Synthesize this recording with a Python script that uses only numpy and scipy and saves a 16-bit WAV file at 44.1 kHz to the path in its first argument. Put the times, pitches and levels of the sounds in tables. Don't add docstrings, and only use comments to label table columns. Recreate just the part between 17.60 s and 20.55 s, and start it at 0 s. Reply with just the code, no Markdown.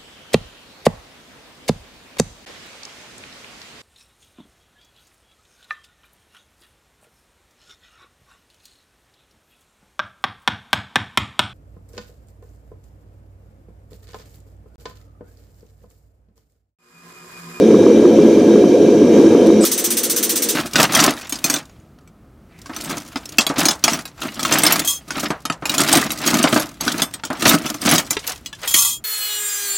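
import sys
import numpy as np
from scipy import signal
from scipy.fft import rfft, irfft, next_fast_len
from scipy.io import wavfile
from scipy.ndimage import uniform_filter1d, map_coordinates

SR = 44100
rng = np.random.default_rng(int(sys.argv[2]) if len(sys.argv) > 2 else 0)


def dump(signal):
    limited = np.clip(np.atleast_2d(signal).T, -1, 1)
    pcm = np.round(limited * 32767).astype(np.int16)
    wavfile.write(sys.argv[1], SR, pcm)


def decibels_to_gain(level_db):
    exponent = np.asarray(level_db, float) / 20
    return 10 ** exponent


N = 130095
T = np.arange(N) / SR

# (frequency [Hz], correlation [-1..1])
PUMP_ALIKE = [(60, 0.63), (240, 0.74), (950, 0.88), (3770, 0.96), (15000, 0.31)]
# (frequency [Hz], left over right [dB])
PUMP_LEAN = [(60, 0.5), (130, 0.5), (290, 0.0), (640, -0.5), (1410, 0.0), (3100, 0.5), (6820, -2),
             (15000, 3)]


def unit(x):
    return x / np.sqrt(np.mean(x ** 2) + 1e-20)


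def along(points, hz):
    f, v = np.transpose(points)
    return np.interp(np.log(hz + 1), np.log(f + 1), v)


def over_time(points):
    return np.interp(T, *np.transpose(points))


def humps(rows, hz):
    return sum(db / (1 + (2 * (hz - centre) / width) ** 2) for centre, width, db in rows)


def band(x, lo_hz, hi_hz):
    return signal.sosfiltfilt(signal.butter(6, [lo_hz, hi_hz], "band", fs=SR, output="sos"), x)


def wobble(rate):
    knots = rng.standard_normal(int(N * rate / SR) + 4)
    return map_coordinates(knots, [T * rate])


def rush(colour_db, alike, lean, patchy_db):
    z = signal.stft(rng.standard_normal((2, N)), nperseg=512)[2]
    patches = uniform_filter1d(rng.standard_normal(z.shape[1:]), size=5, axis=0)
    patches = unit(uniform_filter1d(patches, size=8, axis=1))
    noise = signal.istft(z * decibels_to_gain(patchy_db * patches), nperseg=512)[1][:, :N]
    size = next_fast_len(N)
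    a, b = rfft(noise, size)
    hz = np.fft.rfftfreq(size, 1 / SR)
    turn = np.arccos(np.clip(along(alike, hz), -1, 1)) / 2
    tilt = decibels_to_gain(along(lean, hz) / 2)
    shared, opposed = a * np.cos(turn), b * np.sin(turn)
    stereo = np.array([(shared + opposed) * tilt, (shared - opposed) / tilt])
    return unit(irfft(decibels_to_gain(colour_db(hz)) * stereo, size)[:, :N])


def flame(alike, lean):
    # (time [s], level [dB])
    strength = [
        (0, -8.8),
        (.5, -8.2),
        (.9, -8.8),
        (2.0, -8.6),
    ]
    # (frequency [Hz], density [dB per Hz])
    roar_colour = [(30, -47.5), (70, -35.5), (130, -23.5), (200, -8.5), (350, 2), (520, -9.5), (650, -24),
                   (760, -40)]
    # (frequency [Hz], width [Hz], gain [dB])
    room_modes = [(104.5, 20, 9.5), (216, 10.5, 10), (330.7, 11.7, 3.5), (424.3, 53, 10.5),
                  (469.6, 26.4, 7), (530.3, 33, 5.5), (586.5, 33, 2.5), (712, 80, 16), (390, 20.6, -23),
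                  (445.4, 16.7, -29.5), (238.6, 45, 1)]
    # (time [s], peak [dB], pitch [Hz])
    surges = [(.109, -19, 436), (.145, -15.5, 392), (0.213, -30, 380), (.267, -14.5, 360), (.312, -26, 457),
              (.455, -17, 370), (.59, -20.5, 345), (0.959, -20.5, 403), (1.041, -19, 350),
              (1.15, -17.5, 505), (1.214, -29, 376), (1.42, -20, 363), (1.602, -19.5, 330),
              (1.752, -19.5, 390), (1.904, -19.5, 336)]
    surge_s, surge_lift_db, surge_grows = 0.0036, 7.3, 0.25
    steady_s, steady = 0.035, 0.5

    roar = rush(lambda hz: along(roar_colour + [(900, -120)], hz) + humps(room_modes, hz),
                alike, lean, patchy_db=1.6)
    power = uniform_filter1d(roar.mean(axis=0) ** 2, size=int(steady_s * SR))
    swell = np.sqrt(np.abs(uniform_filter1d(power, size=400))) + 0.074
    roar = unit(roar * swell ** -steady) * decibels_to_gain(over_time(strength))

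    change = np.zeros((2, N))
    for (s, db, hz), phase in zip(surges, rng.uniform(0, 2 * np.pi, len(surges))):
        swing = decibels_to_gain(surge_lift_db + surge_grows * db) * np.sin(2 * np.pi * hz * (T - s) + phase)
        change += np.exp(-((T - s) / surge_s) ** 2) * (swing - roar)
    return roar + band(change, 112, 520)


def burner_tube(alike, lean):
    # (frequency [Hz], density [dB per Hz])
    jet_colour = [(450, -42), (760, -1.5), (1860, -14.5), (2320, -12), (2720, -13), (3780, -12.5),
                  (4120, -15.5), (5880, -18), (14200, -29.5)]
    # (frequency [Hz], width [Hz], gain [dB])
    tube = [(874, 80, 3.5), (962, 49, 5.5), (1627, 90, 11), (2355, 70, 12.5), (2170, 36, 5), (3115, 45, 12),
            (3810, 59, 9.5), (750, 18, -14), (5600, 34, 8), (5910, 720, 9.5), (6500, 320, 5.5),
            (7800, 250, 0), (11860, 100, 10)]
    # (time [s], level [dB])
    jet_flow = [
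        (0.0, -38.5),
        (0.026, -36.5),
        (0.932, -36.5),
        (1.482, -38),
        (1.582, -34),
        (1.98, -37),
    ]
    quiet_top_hz = 14250

    jet = rush(lambda hz: along(jet_colour, hz) + humps(tube, hz) - 60 * (hz > quiet_top_hz),
               alike, lean, patchy_db=1.2)
    return decibels_to_gain(6 + over_time(jet_flow) + 0.3 * wobble(9)) * jet


def forge():
    # (frequency [Hz], correlation [-1..1])
    alike = [(60, 0.99), (180, 1.0), (550, 0.98), (1650, 0.91), (4970, 0.79), (15000, -0.45)]
    # (frequency [Hz], left over right [dB])
    lean = [(60, 0.0), (240, 0.34), (950, -0.84), (3770, -0.044), (15000, 0.0)]
    return flame(alike, lean) + burner_tube(alike, lean)


def pump():
    # (time [s], peak [dB])
    puffs = [(2.051, -3), (2.1158, -3), (2.178, -3.5), (2.2415, -2), (2.3045, -2.5), (2.37, -2),
             (2.4334, -3.5), (2.498, -3), (2.563, -2.5), (2.6284, -2), (2.6937, -2.5), (2.7566, -3),
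             (2.8214, -3), (2.8877, -2.5)]
    # (frequency [Hz], density [dB per Hz])
    exhaust = [(400, -33), (700, -20), (1900, -16.5), (3200, -13.5), (6000, -8), (9300, -6.5),
               (11000, -10.5), (15700, -10.5)]
    # (frequency [Hz], width [Hz], gain [dB])
    muffler = [(3480, 900, 3.5), (6080, 650, 5), (7000, 500, -2), (8320, 900, 3), (9700, 660, 2),
               (12500, 400, 6.5), (13500, 370, 8), (14800, 500, 6.5)]
    # (frequency [Hz], duration [s])
    open_s = [(1500, 0.023), (6000, 0.027), (14000, 0.024)]
    # (frequency [Hz], fall [dB per s])
    fall = [(1500, 300), (4000, 377), (8500, 422.5), (14000, 698)]
    # (frequency [Hz], level [dB])
    rest = [(800, -3.5), (1500, -4), (4000, -15.5), (8500, -14.5), (14000, -31)]
    puff_db, rise_s, lead_s, sag_db_per_s = 8.5, 0.0022, 0.0026, 125
    spit_db, spit_s = -3, 0.0036
    scatter_db = 0.7
    weak_puff = (2.7, -6)

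    air = rush(lambda hz: along(exhaust, hz) + humps(muffler, hz), PUMP_ALIKE, PUMP_LEAN, patchy_db=1.0)
    hz, t, z = signal.stft(air, SR, nperseg=64)
    level = np.zeros(z.shape[1:])
    for s, db in puffs + [weak_puff]:
        age = np.maximum(t - s + lead_s, 0)
        shut_for = np.maximum(age - along(open_s, hz)[:, None], 0)
        spit = spit_db * np.exp(-age / spit_s)
        fade = decibels_to_gain(spit - sag_db_per_s * age - along(fall, hz)[:, None] * shut_for)
        colour = scatter_db * unit(uniform_filter1d(rng.standard_normal(len(hz)), size=3))[:, None]
        rise = 1 - np.exp(-(age / rise_s) ** 2)
        level = np.maximum(level, decibels_to_gain(db + colour) * rise * fade)
    leak = decibels_to_gain(along(rest, hz) - 5)[:, None] * (t > puffs[0][0])
    return decibels_to_gain(puff_db) * signal.istft(z * np.hypot(level, leak), SR, nperseg=64)[1][:, :N]


def lever():
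    # (time [s], peak [dB])
    ticks = [
        (1.863, -33.5),
        (1.869, -29.5),
        (1.8745, -40),
    ]
    # (frequency [Hz], density [dB per Hz])
    click_colour = [(3000, -4), (8000, -6), (14200, -10), (14400, -74)]
    level = sum(decibels_to_gain(db + 2 - 60 * np.abs(T - s) / 0.018) * (T > s) for s, db in ticks)
    return level * rush(lambda hz: along(click_colour, hz), PUMP_ALIKE, PUMP_LEAN, patchy_db=0)


def valve():
    # (frequency [Hz], density [dB per Hz])
    inrush = [(600, -6), (3000, -4), (8000, 0), (11000, -5), (15700, -15)]
    # (start [s], end [s], frequency [Hz], width [Hz], level [dB])
    whistles = [
        (2.008, 2.05, 8130, 500, -26),
        (2.034, 2.056, 6800, 250, -22.5),
        (2.031, 2.047, 5170, 500, -24),
        (2.04, 2.056, 1249, 70, -13.5),
        (2.038, 2.05, 1400, 70, -17),
        (2.006, 2.04, 4950, 400, -38),
    ]
    start_s, end_s = 2.002, 2.051
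    from_db, to_db, bend = -48, -13, 0.8

    air = rush(lambda hz: along(inrush, hz), PUMP_ALIKE, PUMP_LEAN, patchy_db=0.0)
    shut = np.clip((end_s - T) / 0.0016, 0, 1)
    grow = np.clip((T - start_s) / (end_s - start_s), 0, 1)
    out = air * shut * (T > start_s) * decibels_to_gain(from_db + (to_db - from_db) * grow ** bend)
    for s, end, hz, width, db in whistles:
        tone = rush(lambda f: -20 * np.log10(1 + (2 * (f - hz) / width) ** 2),
                    [(100, 0.98)], [(100, -1)], patchy_db=1.5)
        out = out + decibels_to_gain(db) * np.clip(np.minimum(T - s, end - T) / 0.0024, 0, 1) * tone
    return out


def scene():
    return forge() + pump() + lever() + valve()


def band_limit(x):
    return signal.sosfilt(signal.butter(12, 16840, fs=SR, output="sos"), x)


def record(dry):
    # (time [s], gain [dB])
    gain = [
        (2.022, 0),
        (2.043, -2),
        (2.054, -14.5),
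        (2.2, -15),
        (2.95, -15),
    ]
    duck_s = 2.005
    dip_db, dip_at_db = 4.5, -3.5
    top, knee = 1.04, 6.5
    top_hz = 15730

    treble = signal.butter(2, 3000, "high", fs=SR, output="sos")
    bright = signal.sosfilt(treble, dry.mean(axis=0))
    loud = np.sqrt(np.abs(uniform_filter1d(bright ** 2, size=400)))
    dip = dip_db * np.tanh(loud / decibels_to_gain(dip_at_db))
    x = dry * decibels_to_gain(over_time([(duck_s, 0)] + gain) - dip)
    x = x / (1 + np.abs(x / top) ** knee) ** (1 / knee)
    hz = np.fft.rfftfreq(2 * N, 1 / SR)
    cut_db = -45 * np.clip((hz - top_hz) / 120 + 0.5, 0, 1)
    x = irfft(rfft(x, 2 * N) * decibels_to_gain(cut_db))[:, :N]
    return band_limit(x)


dry = scene()
out = record(dry)
dump(out)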